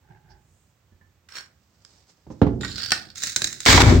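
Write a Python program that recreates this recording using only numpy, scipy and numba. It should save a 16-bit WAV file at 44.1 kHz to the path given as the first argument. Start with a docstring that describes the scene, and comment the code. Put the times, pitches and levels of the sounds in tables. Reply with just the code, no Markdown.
"""Cutting a paving block

A lever block cutter in a hard-floored showroom, about a metre from a stereo microphone, a little right.
The blade screw is turned, a block is slid into place and a shoe stamps on the frame's foot.
The lever creaks, the blade crunches in, the block snaps and its halves tumble against the steel.
The recorder's limiter flattens the bang."""
import sys
import numpy as np
from scipy import signal
from scipy.fft import rfft, irfft
from scipy.io import wavfile
from scipy.ndimage import uniform_filter1d
from numba import njit

SR = 44100
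rng = np.random.default_rng(int(sys.argv[2]) if len(sys.argv) > 2 else 0)


def master_out(mix):
    """Clip the mix to full scale and print it as 16-bit PCM to the path in sys.argv[1]."""
    frames = np.transpose(np.atleast_2d(mix))
    ceiling = np.clip(frames, -1, 1)
    pcm = np.round(ceiling * 32767).astype(np.int16)
    wavfile.write(sys.argv[1], SR, pcm)


N = 176400
TIME = np.arange(N) / SR
WIDE_ABOVE_HZ, STEREO_WIDTH = 930, 0.83


# the break, the dropping blade and the tumbling halves:
# (time [s], stone crack [dB], its decay [s], clank [dB], floor thud [dB])
BLOWS = [(3.6613, 1, 0.061, -8, -20), (3.688, -1.5, 0.055, -1.5, -3.5), (3.729, -6, 0.0087, -6.5, -19),
         (3.743, -11.5, 0.014, -9, -3), (3.777, -8, 0.026, 5, -9.5), (3.803, -8.5, 0.01, -3, -20),
         (3.819, 10.5, 0.0026, 1.5, -9.5), (3.826, -19, 0.0046, -12, 3), (3.836, -9, 0.0015, -9, -11),
         (3.924, -34, 0.058, -26, -9.5)]
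# tone of bursting stone and of struck steel: (frequency [Hz], gain [dB])
STONE_COLOUR = [(180, -17), (350, -3), (600, -8), (1200, -6.5), (2250, -1), (2600, -10.5), (3500, -4),
                (5500, -8.5), (7600, -10.5), (9000, -24), (11000, -41.5), (15000, -25)]
CLANK_COLOUR = [(80, -28), (160, -0.5), (330, 2), (500, -3.5), (900, 0), (1500, -5.5), (2200, -9.5),
                (4000, -25), (12000, -50)]
# ringing of the steel frame: (frequency [Hz], gain [dB])
FRAME_MODES = [(253, 7), (346, 3.5), (585, 2.5), (816, -1), (1150, -1), (1828, -2.5), (1934, -6),
               (2021, -3), (2292, -12), (2337, -4.5), (3603, -13.5), (4395, -14)]
# hollow pop of the parting block; boom of the frame on the floor: (frequency [Hz], width [Hz], gain [dB])
POP_MODES = [(1280, 250, 0)]
BOOM_MODES = [(67.4, 3.1, 4), (93.5, 6.3, 3.5), (114, 7.7, -2.5), (165, 17, -6.5), (253, 21, -3),
              (344, 33, -3.5)]

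def snap(clank_s=0.012, thud_s=0.0017, pop_s=0.0013, ring_t60_s=0.3, ring_db=-22.5):
    """The block bursts; blade and halves strike the frame, which rings and booms on the floor."""
    bursts = sum(undb(db) * decay(s, length) for s, db, length, _, _ in BLOWS)
    stone = grit(per_s=870, spread_db=-0.5, grain_s=0.0052) * bursts
    strikes = [(s, db) for s, _, _, db, _ in BLOWS]
    clank = noise() * hits(strikes, clank_s)
    thuds = np.ones((2, 1)) * hits([(s, db) for s, _, _, _, db in BLOWS], thud_s)
    energy = sum((undb(db) * decay(s, ring_t60_s / np.log(1000))) ** 2 for s, db in strikes)
    ring = np.sqrt(energy) * sum(undb(db + ring_db) * beating(hz) for hz, db in FRAME_MODES)
    pop = resonate(noise() * undb(7) * decay(BLOWS[0][0], pop_s), POP_MODES)
    crack = pan(colour(stone, STONE_COLOUR), db=-1.3)
    boom = pan(resonate(thuds, BOOM_MODES), db=4)
    return crack + pop + colour(clank, CLANK_COLOUR) + ring + boom


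# the blade crushing the block's surface: (time [s], level [dB])
CRUNCH = [(3.15, -55.5), (3.162, -39.5), (3.24, -31.5), (3.30, -33), (3.35, -41.5), (3.44, -54),
          (3.51, -36.5), (3.59, -45), (3.655, -39.5)]
# small fractures before the break: (time [s], level [dB], jolt [dB])
CRACKS = [(3.1567, -33.5, -66), (3.235, -16.5, -46), (3.3614, -10.5, -35), (3.4189, -16, -35),
          (3.4426, -14, -40), (3.472, -20.5, -71), (3.5278, -27, -67), (3.604, -25, -66),
          (3.654, -17.5, -72)]
# tone of the crushed grains: (frequency [Hz], gain [dB])
CRUNCH_COLOUR = [(100, -6.5), (800, -29), (1200, -13), (1500, -2.5), (2300, -7.5), (3100, -17), (3950, 3.5),
                 (4700, -3), (7400, -1), (8000, -13), (9200, -10.5), (10800, -43), (15500, -13)]
# ringing of the blade: (frequency [Hz], width [Hz], gain [dB])
BLADE_MODES = [(3993, 120, 6.5), (5520, 85, -1), (6330, 120, 2), (7260, 93, 4)]

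def blade(crack_s=0.0042, jolt_s=0.021):
    """Grains crush under the edge and small fractures ring the blade and jolt the frame."""
    crush = grit(per_s=400, spread_db=4.5, grain_s=0.0031) * curve(CRUNCH)
    cracks = noise() * hits([(s, db) for s, db, _ in CRACKS], crack_s)
    ring = undb(-4.5) * resonate(cracks + undb(-7.5) * crush, BLADE_MODES)
    jolts = noise() * hits([(s, db) for s, _, db in CRACKS], jolt_s)
    thumps = resonate(jolts, [(133, 130, 5.8), (280, 170, 8)])
    return undb(-0.5) * colour(crush + cracks, CRUNCH_COLOUR) + ring + thumps


# creak of the lever under load: (time [s], level [dB])
CREAK = [(2.6, -62), (2.612, -44), (2.66, -39), (2.74, -39.5), (2.81, -30.5), (2.88, -39), (2.95, -34.5),
         (3.05, -47.5), (3.13, -53.5)]
# tone of the creak: (frequency [Hz], gain [dB])
CREAK_COLOUR = [(200, -5), (400, -18.5), (1000, -23), (1550, 1), (2000, -11), (2900, -8), (4400, 2),
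                (5200, 0), (6100, -12), (7400, -14), (9200, -17.5), (10800, -66), (14500, -20)]
# slips of the lever joint: (time [s], level [dB], knock of the frame [dB])
SLIPS = [(2.61, -30.5, -34.5), (2.633, -49, -22.5), (2.648, -22, -23.5), (2.758, -25, -50),
         (2.7807, -24, -36), (2.798, -31.5, -29), (2.821, -25.5, -37), (2.832, -22.5, -42),
         (2.8603, -21, -47), (2.906, -16.5, -30.5), (2.9191, -3.5, -10.5), (3.102, -36.5, -54)]
# rasp of the joint, rising as the load builds: (time [s], level [dB], centre [Hz])
RASP = [(2.61, -50, 3600), (2.68, -42, 3780), (2.75, -45.5, 4250), (2.83, -39, 4600), (2.93, -41, 4700)]
# the joint's ring, its first squeak, the knock of lever and frame: (frequency [Hz], width [Hz], gain [dB])
JOINT_MODES = [(4450, 210, -0.5), (5180, 73, -2)]
SQUEAK_MODES = [(3920, 170, -5.5), (7090, 79, 2.5)]
KNOCK_MODES = [(1000, 1100, -39), (1507, 100, 3), (1837, 92, 2), (2266, 42, -6)]

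def lever(slip_s=0.0029, knock_s=0.0078):
    """The loaded joint squeaks, rasps upward in small ringing slips and clacks as the blade seats."""
    friction = grit(per_s=300, spread_db=3, grain_s=0.0021)
    slips = noise() * hits([(s, db) for s, db, _ in SLIPS], slip_s)
    creak = undb(-3) * colour(friction * curve(CREAK) + slips, CREAK_COLOUR)
    ring = undb(-6.5) * resonate(slips, JOINT_MODES)
    squeak = resonate(friction * undb(-38.5) * decay(start=2.609, seconds=0.087), SQUEAK_MODES)
    rasp_level = curve([(s, db) for s, db, _ in RASP])
    rasp = glide(friction * rasp_level, [(s, hz) for s, _, hz in RASP], width_hz=160)
    knocks = noise() * hits([(s, db) for s, _, db in SLIPS], knock_s)
    return creak + ring + squeak + rasp + undb(-3.5) * resonate(knocks, KNOCK_MODES)


# footfalls beside the cutter: (time [s], level [dB], decay [s])
STEPS = [(2.267, -37.5, 0.018), (2.302, -27.5, 0.021), (2.416, -1, 0.014), (2.466, -12.5, 0.013),
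         (2.613, -31.5, 0.033)]
# dull tone of the sole: (frequency [Hz], gain [dB])
STEP_COLOUR = [(25, -28), (60, 2.5), (170, -4), (340, -5), (600, -17), (900, -21), (1300, -31.5),
               (2400, -43), (4000, -47), (7500, -64), (12000, -90)]

def footfalls():
    """A rubber sole shuffles, then stamps the frame's foot onto the tiles."""
    impacts = sum(undb(db) * decay(s, length) for s, db, length in STEPS)
    return colour(noise() * impacts, STEP_COLOUR)


# the block rubbing over the steel bed, and catching on it: (time [s], level [dB])
SLIDE = [(1.287, -52), (1.34, -46), (1.36, -35.5), (1.385, -38), (1.42, -47), (1.48, -78)]
CATCHES = [(1.289, -44), (1.322, -38.5), (1.354, -31), (1.369, -27.5), (1.384, -29.5), (1.408, -36),
           (1.46, -47)]
# tone of the scrape: (frequency [Hz], gain [dB])
SLIDE_COLOUR = [(150, -16), (700, -17.5), (1500, 2), (3000, -8.5), (5500, -10), (8500, -17), (11000, -35),
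                (14500, -20)]
# ringing under the scrape: (frequency [Hz], width [Hz], gain [dB])
SLIDE_MODES = [(1640, 80, -2), (4363, 55, 7), (4870, 50, -3), (5490, 130, 5.5), (6980, 65, -2.5),
               (7900, 88, -9)]

def slide(catch_s=0.0022):
    """The block chatters into place, stone rubbing and catching on steel."""
    catches = noise() * hits(CATCHES, catch_s)
    rub = grit(per_s=570, spread_db=-2, grain_s=0.0034) * curve(SLIDE)
    ring = resonate(catches + undb(-9) * rub, SLIDE_MODES)
    return undb(-3.5) * colour(rub + catches, SLIDE_COLOUR) + ring


# turns of the blade screw: (time [s], level [dB])
SCREW = [(0, -77), (.09, -50), (.17, -53), (.22, -86), (.26, -56), (.32, -55.5), (.38, -59.5), (.45, -104)]
# resonances of screw and beam: (frequency [Hz], width [Hz], gain [dB])
SCREW_MODES = [(86.7, 22, 1.5), (136, 39, 1), (364, 33, -6.5), (826, 56, -4), (1580, 127, -13.5)]

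def screw():
    """The screw grinds round, sticking and slipping, and the beam resonates."""
    friction = grit(per_s=110, spread_db=-2.5, grain_s=0.0051) * curve(SCREW)
    return undb(4) * resonate(friction, SCREW_MODES)


# the block meeting the frame: (time [s], thump [dB], ring [dB])
NUDGES = [(0.92, -46, -70), (1.011, -51, -53.5)]
# ringing after a nudge: (frequency [Hz], width [Hz], gain [dB])
NUDGE_MODES = [(1037, 29, -2), (1750, 19, 6)]

def nudges(decay_s=0.018):
    """The block bumps softly against the frame: a low thump and a faint ring."""
    thumps = noise() * hits([(s, db) for s, db, _ in NUDGES], decay_s)
    taps = noise() * hits([(s, db) for s, _, db in NUDGES], decay_s)
    return resonate(thumps, [(86, 14, 7), (170, 190, -4)]) + resonate(taps, NUDGE_MODES)


# the worker getting up: (time [s], level [dB])
RUSTLE = [(1.5, -77), (1.78, -72.5), (1.87, -59.5), (1.97, -59.5), (2.06, -72), (2.1, -55), (2.14, -72.5),
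          (2.6, -68.5)]
# tone of the cloth: (frequency [Hz], gain [dB])
RUSTLE_COLOUR = [(150, -9), (350, -3.5), (900, -7.5), (2800, -13), (5000, -3), (8000, -10), (11000, -39)]

def clothes():
    """Cloth rustles, with one light tick of grit on the steel."""
    cloth = grit(per_s=280, spread_db=2, grain_s=0.0045) * curve(RUSTLE)
    tick = noise() * undb(-40) * decay(start=1.8492, seconds=0.0029)
    return colour(cloth + tick, RUSTLE_COLOUR)


# light rubs of hand, sleeve and shoe: (time [s], half length [s], level [dB], centre [Hz])
BRUSHES = [(.315, 0.016, -66, 5140), (0.563, 0.16, -76, 7540), (2.321, 0.016, -65.5, 6000)]

def brushes(relative_width=0.33):
    """Light rubs swell and fade, each a narrow hiss."""
    rubs = 0
    for s, length, db, hz in BRUSHES:
        band = [(hz, hz * relative_width, 0)]
        hiss = resonate(resonate(noise(), band), band)
        rubs += hiss * undb(db) * np.exp(-((TIME - s) / length) ** 2)
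    return rubs


# reverberation of the showroom: (frequency [Hz], time to fall 60 dB [s])
ROOM_T60 = [(80, 1), (300, 0.68), (1000, 0.36), (4000, 0.24), (8000, 0.25), (16000, 0.24)]

def room(x, wet_db, delay_s=0.0046, size=44100):
    """Echoes from tiles and walls reach the microphone after the direct sound; the treble dies first."""
    hz, t, cells = signal.stft(noise()[:, :size], SR, nperseg=256)
    band_hz, band_t60 = np.array(ROOM_T60).T
    t60 = np.interp(np.log(hz + 1), np.log(band_hz), band_t60)
    tail = signal.istft(cells * undb(-60 * t / t60[:, None]), SR)[1][:, :size]
    onset = np.clip(TIME[:size] / delay_s - 1, 0, 1)
    return x + undb(wet_db) * through(x, tail * onset)


# room tone at the microphone: (frequency [Hz], gain [dB])
AIR_COLOUR = [(20, -35.5), (45, -6), (80, 11.5), (170, -1.5), (300, -9.5), (1500, -17), (4200, -23.5),
              (7700, -24.5), (10000, -39.5), (16000, -25)]

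def air():
    """A faint, steady rumble of air."""
    return pan(undb(-60) * colour(noise(), AIR_COLOUR), db=-4.5)


def undb(db):
    """Decibels to gain."""
    return 10 ** (np.asarray(db) / 20)


def curve(rows):
    """Gain along (time [s], level [dB]) points, silent outside them."""
    return undb(np.interp(TIME, *np.array(rows).T, left=-140, right=-140))


def decay(start, seconds):
    """A sudden rise that dies away."""
    return (TIME >= start) * np.exp(-np.clip((TIME - start) / seconds, 0, 60))


def hits(rows, decay_s):
    """Envelope of impacts at (time [s], level [dB]) points."""
    return sum(undb(db) * decay(s, decay_s) for s, db in rows)


def noise():
    """Stereo noise, alike in the bass and wide in the treble."""
    mid, side = rng.standard_normal((2, N))
    side = STEREO_WIDTH * signal.lfilter(*signal.butter(1, WIDE_ABOVE_HZ, "high", fs=SR), side)
    return np.array([mid + side, mid - side]) / np.sqrt(2)


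def grit(per_s, spread_db, grain_s):
    """Stick-slip: short bursts of noise at uneven intervals and of uneven size."""
    gaps, sizes = rng.random((8000, 2)).T
    at = (np.cumsum(.25 + 1.5 * gaps) / per_s * SR).astype(int)
    kicks = np.zeros(N)
    kicks[at[at < N]] = undb(-spread_db * np.log(.03 + sizes[at < N]))
    swell = signal.lfilter([1], [1, -np.exp(-1 / (grain_s * SR))], kicks)
    return noise() * swell / np.sqrt(np.mean(swell ** 2))


def beating(hz, max_beat_hz=18):
    """A close pair of modes; higher pairs differ more in phase between left and right."""
    apart = min(1, hz / WIDE_ABOVE_HZ) ** 2
    pair = hz, hz + max_beat_hz * rng.uniform(-1, 1)
    cycles = [f * TIME + rng.random() + apart * rng.random((2, 1)) for f in pair]
    return sum(np.sin(2 * np.pi * c) for c in cycles) / np.sqrt(2)


def pan(x, db):
    """Place a sound left (+) or right (-)."""
    return x * undb(np.array([[db], [-db]]) / 2)


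def through(x, response):
    """Pass a sound through a response scaled to unit energy."""
    response = np.atleast_2d(response)
    energy = np.sum(response ** 2) / len(response)
    return signal.oaconvolve(x, response / np.sqrt(energy), axes=1)[:, :N]


def colour(x, points, size=8192):
    """Minimum-phase filter along (frequency [Hz], relative gain [dB]) points."""
    hz, db = np.array(points).T
    bin_hz = np.arange(size // 2 + 1) * SR / size
    log_gain = np.log(undb(np.interp(np.log(bin_hz + 1), np.log(hz), db)))
    cepstrum = irfft(log_gain)
    cepstrum[1:size // 2] *= 2
    cepstrum[size // 2 + 1:] = 0
    return through(x, irfft(np.exp(rfft(cepstrum))))


def resonate(x, modes, size=12000):
    """A body with (frequency [Hz], width [Hz], relative gain [dB]) resonances."""
    t = TIME[:size]
    return through(x, sum(undb(db) * width * np.exp(-np.pi * width * t) * np.sin(2 * np.pi * hz * t)
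                          for hz, width, db in modes))


def glide(x, rows, width_hz):
    """One resonance whose centre follows (time [s], frequency [Hz]) points."""
    turn = np.exp(2j * np.pi * np.cumsum(np.interp(TIME, *np.array(rows).T)) / SR)
    keep = np.exp(-np.pi * width_hz / SR)
    return np.real(turn * signal.lfilter([np.sqrt(2 * (1 - keep ** 2))], [1, -keep], x / turn))


@njit
def follow(peaks, keep):
    """Peak follower: instant rise, slow fall."""
    out, held = np.empty(len(peaks)), 0.
    for i in range(len(peaks)):
        held = max(peaks[i], held * keep)
        out[i] = held
    return out


def scene(cutter_pan_db=-5.5):
    """The work a metre off and right of the microphone, with the showroom's echo and room tone."""
    setting_up = screw() + nudges() + slide() + clothes() + brushes()
    work = pan(setting_up + lever() + blade(), cutter_pan_db)
    return (air() + room(work, wet_db=-8)
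            + room(pan(footfalls(), cutter_pan_db), wet_db=-9.5)
            + room(snap(), wet_db=-10))


def record(dry, low_cut_hz=52, top_hz=16000, release_s=0.037):
    """A fast limiter holds the bang at full scale; the deepest bass and the top are cut."""
    dry = signal.sosfilt(signal.butter(4, low_cut_hz, "high", fs=SR, output="sos"), dry)
    held = follow(np.abs(dry).max(axis=0), np.exp(-1 / (release_s * SR)))
    gain = uniform_filter1d(np.minimum(1, 1 / (held + 1e-9)), size=45)
    limited = np.clip(dry * gain, -1, 1)
    return signal.sosfilt(signal.ellip(8, .2, 70, top_hz, fs=SR, output="sos"), limited)


dry = scene()
out = record(dry)
master_out(out)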